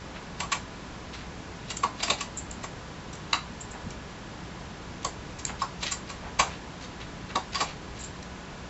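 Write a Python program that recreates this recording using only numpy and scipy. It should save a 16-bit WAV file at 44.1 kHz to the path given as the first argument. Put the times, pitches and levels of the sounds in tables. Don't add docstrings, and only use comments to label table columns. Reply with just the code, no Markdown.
import sys
import numpy as np
from scipy import signal
from scipy.fft import rfft, irfft
from scipy.io import wavfile
from scipy.ndimage import uniform_filter1d

SR = 44100
rng = np.random.default_rng(int(sys.argv[2]) if len(sys.argv) > 2 else 0)


def inscribe(sig):
    pcm = np.round(np.clip(np.atleast_2d(sig).T, -1, 1) * 32767)
    wavfile.write(sys.argv[1], SR, pcm.astype(np.int16))


N = 383229
HIT_SAMPLES, PRE_ROLL_S = 12288, .012
HIT_T, HIT_HZ = np.arange(HIT_SAMPLES) / SR, np.fft.rfftfreq(HIT_SAMPLES, 1 / SR)
BAND_EDGE_HZ = 7760


def amp(db):
    return 10 ** (np.asarray(db) / 20)


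def unit_rms(x):
    return x / np.sqrt(np.mean(x ** 2) + 1e-20)


def curve_at(points, hz):
    f, value = np.transpose(points)
    return np.interp(np.log(hz + 1), np.log(f + 1), value)


def add(mix, s, sound):
    part = mix[max(round(s * SR), 0):][:len(sound)]
    part += sound[:len(part)]


def colour(x, db):
    log_gain = np.log(amp(np.maximum(db, -100)))
    mirrored = np.concatenate([log_gain, log_gain[-2:0:-1]])
    response = np.exp(np.conj(signal.hilbert(mirrored)))[:len(db)]
    return irfft(rfft(x) * response)


def resonance(hz, centre, width):
    return 1 / (1 + (2 * (hz - centre) / width) ** 2)


def at_level(hit, db):
    attack = hit[round(PRE_ROLL_S * SR):][:round(.015 * SR)]
    return amp(db) * hit / np.sqrt(np.mean(attack ** 2) + 1e-20)


# (frequency [Hz], relative level [dB])
ROOM_TONE = [(12, -45.5), (20, -12), (49, -4.5), (150, -5), (179, -7.5), (208, -7), (295, -9.5), (418, -12),
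             (654, -15), (950, -15), (1020, -15.5), (1910, -20.5), (2570, -22.5), (6310, -29.5),
             (7700, -31.5), (10000, -67), (16900, -120)]
# (frequency [Hz], level [dB])
HUM_TONES = [(60, -52), (180, -53), (300, -65.5), (657, -69.5), (996, -61), (1470, -65.5), (1690, -63)]
def background(room_tone_db=-41.5):
    t, hz = np.arange(N) / SR, np.fft.rfftfreq(N, 1 / SR)
    spectrum = amp(curve_at(ROOM_TONE, hz)) * (hz < BAND_EDGE_HZ)
    air = irfft(rfft(rng.standard_normal(N)) * spectrum, N)
    hum = sum(np.sqrt(2) * amp(db) * np.sin(2 * np.pi * (f * t + rng.random())) for f, db in HUM_TONES)
    return amp(room_tone_db) * unit_rms(air) + hum


# (frequency [Hz], t60 [s])
ROOM_DECAY = [(300, 0.19), (800, 0.32), (2500, 0.2), (5000, 0.21), (7500, 0.21)]
def in_room(x, wet_db, send=None, build_up_s=0.007):
    hz, t, noise = signal.stft(rng.standard_normal(HIT_SAMPLES), SR, nperseg=256)
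    decay = amp(-60 * t / curve_at(ROOM_DECAY, hz)[:, None])
    tail = signal.istft(noise * decay, SR, nperseg=256)[1][:HIT_SAMPLES]
    tail *= 1 - np.exp(-(HIT_T / build_up_s) ** 2)
    wet = signal.fftconvolve(x if send is None else send, tail)[:len(x)]
    return unit_rms(x) + amp(wet_db) * unit_rms(wet)


# (frequency [Hz], gain [dB])
STEEL_BODY = [(150, -37.5), (400, -6), (700, 2.5), (1400, -1), (2300, -2), (4200, -2), (5500, -4),
              (6500, -2), (7700, -6)]
# (frequency [Hz], width [Hz], level relative to the body [dB])
STEEL_RINGS = [(1945, 97, 2.5), (2305, 72, 1), (2600, 58, -0.5), (2830, 35, 1), (3930, 21, -3),
               (4020, 170, 1), (4650, 120, 3.5), (6360, 91, -1.5)]
def steel_eq():
    rings = sum(amp(db) ** 2 * resonance(HIT_HZ, hz, width) for hz, width, db in STEEL_RINGS)
    return curve_at(STEEL_BODY, HIT_HZ) + 10 * np.log10(1 + rings)


def friction(length_s, db, centre_hz, grit_db=4, octave_off_db=-5):
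    stroke = signal.windows.tukey(round(length_s * SR), .7)
    grit = amp(grit_db * unit_rms(uniform_filter1d(rng.standard_normal(HIT_SAMPLES), size=60)))
    drive = np.zeros(HIT_SAMPLES)
    add(drive, 0, stroke)
    drive *= grit * rng.standard_normal(HIT_SAMPLES)
    focus_db = octave_off_db * np.log2((HIT_HZ + 1) / centre_hz) ** 2
    rub = in_room(colour(drive, steel_eq() + focus_db), wet_db=-4)
    return amp(db) * rub * np.sqrt(len(stroke)) / np.linalg.norm(rub)


# (time [s], length [s], level [dB], centre [Hz])
RUB_CUES = [(.14, 0.051, -45, 1550), (1.128, 0.036, -42, 3000), (1.17, 0.069, -50, 2000),
            (3.723, 0.052, -45.5, 870), (5.457, 0.047, -46, 2510), (5.488, 0.026, -37, 1150),
            (5.85, 0.048, -33.5, 3000), (6.219, 0.089, -44.5, 910), (6.453, 0.13, -48, 2400),
            (6.79, .084, -47.5, 3870), (6.995, 0.036, -44, 2210), (7.285, 0.037, -43, 2000),
            (7.655, .07, -45, 2600), (7.918, .19, -52.5, 4040)]
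def rubs():
    out = np.zeros(N)
    for s, length_s, db, centre_hz in RUB_CUES:
        add(out, s, friction(length_s, db, centre_hz))
    return out


def slides(lead_s=.036):
    out = np.zeros(N)
    for s, *_, slide_db in CLICK_CUES:
        add(out, s - lead_s, friction(length_s=0.052, db=slide_db, centre_hz=3300))
    return out


def chatter(chatter_s, rise_share=0.37, lumpy_db=1.5, graze_db=-21, graze_share=0.74):
    t = HIT_T - PRE_ROLL_S
    lumps = np.clip(unit_rms(uniform_filter1d(rng.standard_normal(HIT_SAMPLES), size=40)), -2, 2)
    blow = np.exp(-np.logaddexp(-t / (rise_share * chatter_s), t / chatter_s))
    graze = amp(graze_db) * np.exp(-abs(t) / (graze_share * chatter_s))
    return rng.standard_normal(HIT_SAMPLES) * amp(lumpy_db * lumps) * (blow + graze)


# (frequency [Hz], relative level [dB], t60 [s])
BED_MODES = [(680, -19, 0.051), (754, -14, 0.13), (845.5, -12.5, 0.11), (958, -4, 0.064), (1074, 0, 0.022),
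             (1116.5, 6, 0.039), (1290, -6, 0.012)]
def bed_knock(chatter_s, centre_hz, chatter_gain=0.93, rise_s=0.002, rebound_s=.0125, rebound_db=-10):
    wide_knock = colour(chatter(chatter_s), 20 * np.log10(resonance(HIT_HZ, 0.95 * centre_hz, width=480)))
    blow = chatter(chatter_s)
    blow *= chatter_gain / np.linalg.norm(blow)
    blow[round((PRE_ROLL_S - .001) * SR)] += 1
    drive = blow.copy()
    add(drive, rebound_s * rng.uniform(.9, 1.4), amp(rebound_db) * blow)
    ring = np.zeros(HIT_SAMPLES)
    for hz, db, t60 in BED_MODES:
        detune = 1 + 0.008 * rng.standard_normal()
        weight = np.sqrt(resonance(hz, centre_hz, width=450))
        ring += weight * amp(db - 60 * HIT_T / t60) * np.sin(2 * np.pi * hz * detune * HIT_T)
    ring *= 1 - np.exp(-HIT_T / rise_s)
    knock = signal.fftconvolve(drive, ring)[:HIT_SAMPLES]
    return in_room(knock, wet_db=-10, send=wide_knock)


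# (frequency [Hz], level relative to the body [dB])
SHANK_RINGS = [(2350, 5.5), (2830, 0.5)]
def steel_clack(chatter_s, ring_hz, ring_db, tilt_db_per_octave, low_cut_cycles=3.5):
    contact = chatter(chatter_s)
    undertone = (0.702 * ring_hz, ring_db - 8.5)
    rings = [*SHANK_RINGS, (ring_hz, ring_db), undertone]
    ring_power = sum(amp(db) ** 2 * resonance(HIT_HZ, hz, width=220) for hz, db in rings)
    needle_db = 10 * np.log10(1 + ring_power)
    treble_octaves = np.log2(np.maximum(HIT_HZ, 1800) / 1800)
    thin_db = -10 * np.log10(1 + (low_cut_cycles / (chatter_s * (HIT_HZ + 1))) ** 2)
    body_db = steel_eq() + tilt_db_per_octave * treble_octaves + thin_db
    wide_clack = colour(contact, body_db + 0.55 * needle_db)
    return in_room(colour(contact, body_db + needle_db), wet_db=-5, send=wide_clack)


# (frequency [Hz], gain [dB])
LATCH_EQ = [(2000, -47), (5500, -30.5), (6500, -10.5), (7100, 2), (7500, 6.5), (7800, -4)]
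def latch_tick(chatter_s, wet_db):
    return in_room(colour(chatter(chatter_s), curve_at(LATCH_EQ, HIT_HZ)), wet_db)


# (time [s], chatter decay [s], knock level [dB], knock centre [Hz], clack level [dB],
#               ring pitch [Hz], ring strength [dB], tick level [dB], slide level [dB])
CLICK_CUES = [(.405, 0.0052, -37.5, 980, -30, 2800, 7, -36, -51),
              (.432, 0.008, -36, 1100, -44, 2880, 7, -55, -60),
              (.520, 0.0039, -30.5, 1100, -30, 2180, 11, -33.5, -63),
              (.5265, .007, -29.5, 1090, -26, 2640, 18, -30.5, -56),
              (1.7051, 0.0064, -55, 840, -31.5, 2840, 11, -34, -47),
              (1.8366, .006, -20.5, 1027, -31.5, 2110, 4, -40, -59),
              (2.0043, 0.0042, -45.5, 910, -37, 3870, 20, -47, -47),
              (2.0332, 0.0076, -51, 960, -25, 4950, 10, -30, -49),
              (2.0815, 0.0039, -39.5, 830, -33.5, 2640, 17, -42, -44),
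              (2.1032, .006, -28, 870, -22.5, 3710, 19, -26.5, -43),
              (2.211, 0.0056, -35, 1030, -31, 2670, 7, -33.5, -43.5),
              (2.639, 0.0083, -40.5, 895, -37, 1930, 10, -40, -62),
              (3.3319, .0027, -27.5, 1210, -22, 4120, 15, -34, -53),
              (3.342, 0.0021, -29.5, 1190, -32, 2880, 26, -50, -62),
              (5.049, 0.0031, -29, 1000, -30.5, 6500, 11.5, -30, -47),
              (5.620, 0.0062, -25, 1170, -36, 5220, 19, -41.5, -45),
              (5.832, 0.0065, -42.5, 990, -29.5, 3940, 15, -34, -45),
              (5.915, .005, -49, 1100, -38, 5900, 2, -31.5, -51),
              (5.921, 0.0066, -39, 1100, -29, 5740, 10, -28, -53),
              (6.0997, 0.012, -42.5, 1050, -38.5, 4400, 5, -43, -49),
              (6.3975, 0.0082, -19, 1019, -19.5, 6340, 5.5, -26, -60),
              (7.358, .004, -25.5, 994, -30, 3900, 16, -41.5, -59),
              (7.549, .005, -47, 1050, -33.5, 4860, 13, -44, -43.5),
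              (7.557, 0.0065, -31.5, 1060, -31.5, 4820, 22, -43.5, -55),
              (7.608, 0.0086, -29, 983, -28, 4950, 7, -32.5, -40),
              (7.614, 0.013, -32, 1020, -31, 4870, 8, -40, -52)]
def clicks(neutral_tick_db=-5):
    out = np.zeros(N)
    for s, chatter_s, knock_db, knock_hz, clack_db, ring_hz, ring_db, tick_db, _ in CLICK_CUES:
        tilt = np.clip(0.38 * (tick_db - clack_db - neutral_tick_db), -5, 5)
        knock = at_level(bed_knock(chatter_s, knock_hz), knock_db)
        clack = at_level(steel_clack(chatter_s, ring_hz, ring_db, tilt), clack_db)
        tick = at_level(latch_tick(chatter_s, wet_db=-5.5), tick_db)
        add(out, s - PRE_ROLL_S, knock + clack + tick)
    return out


def frame_thud(db, centre_hz):
    frame_eq = 20 * np.log10(resonance(HIT_HZ, centre_hz, width=0.74 * centre_hz))
    body = in_room(colour(chatter(chatter_s=0.016), frame_eq), wet_db=-13.5)
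    loudest_rms = np.sqrt(uniform_filter1d(body ** 2, size=1300).max())
    return amp(db) * body / loudest_rms


# (frequency [Hz], relative level [dB])
FRAME_MODES = [(710, 0), (436, -9), (175, -10)]
def shakes(coupling_db=-4.5, dull_below_hz=987, loss_db_per_hz=0.33, delay_s=0.00496):
    out = np.zeros(N)
    for s, _, knock_db, knock_hz, *_ in CLICK_CUES:
        shake_db = knock_db + coupling_db - loss_db_per_hz * max(knock_hz - dull_below_hz, 0)
        for hz, db in FRAME_MODES:
            add(out, s + delay_s - PRE_ROLL_S, frame_thud(shake_db + db, hz))
    return out


# (time [s], chatter decay [s], tick level [dB], hook level [dB])
FLICK_CUES = [(1.7702, 0.0047, -28.5, -36), (2.3787, 0.01, -28, -45), (2.5128, 0.0034, -37, -45),
              (3.132, .006, -46, -42), (3.154, .004, -50, -47), (3.612, 0.0078, -36, -52),
              (3.714, .006, -39.5, -57), (3.907, 0.0047, -46, -41.5), (5.393, .009, -42, -38.5),
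              (5.452, .0016, -22, -33), (8.002, .02, -37.5, -50), (8.042, 0.0068, -33.5, -48),
              (8.228, .004, -51, -43)]
def flicks():
    out = np.zeros(N)
    for s, chatter_s, tick_db, hook_db in FLICK_CUES:
        tick = latch_tick(chatter_s, wet_db=-8)
        hook = steel_clack(chatter_s, ring_hz=5680, ring_db=9, tilt_db_per_octave=3)
        add(out, s - PRE_ROLL_S, at_level(tick, tick_db) + at_level(hook, hook_db))
    return out


# (time [s], level [dB], centre [Hz])
NUDGE_CUES = [(3.845, -40, 90.5), (3.862, -39, 180), (6.39, -39, 54.4)]
def nudges():
    out = np.zeros(N)
    for s, db, centre_hz in NUDGE_CUES:
        add(out, s - PRE_ROLL_S, frame_thud(db, centre_hz))
    return out


def scene():
    mono = clicks() + flicks() + slides() + rubs() + nudges() + shakes() + background()
    return np.array([mono, mono])


def record(dry):
    low_pass = signal.firwin(1023, BAND_EDGE_HZ, window=("kaiser", 8), fs=SR)
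    return signal.oaconvolve(dry, low_pass[None], "same")


dry = scene()
out = record(dry)
inscribe(out)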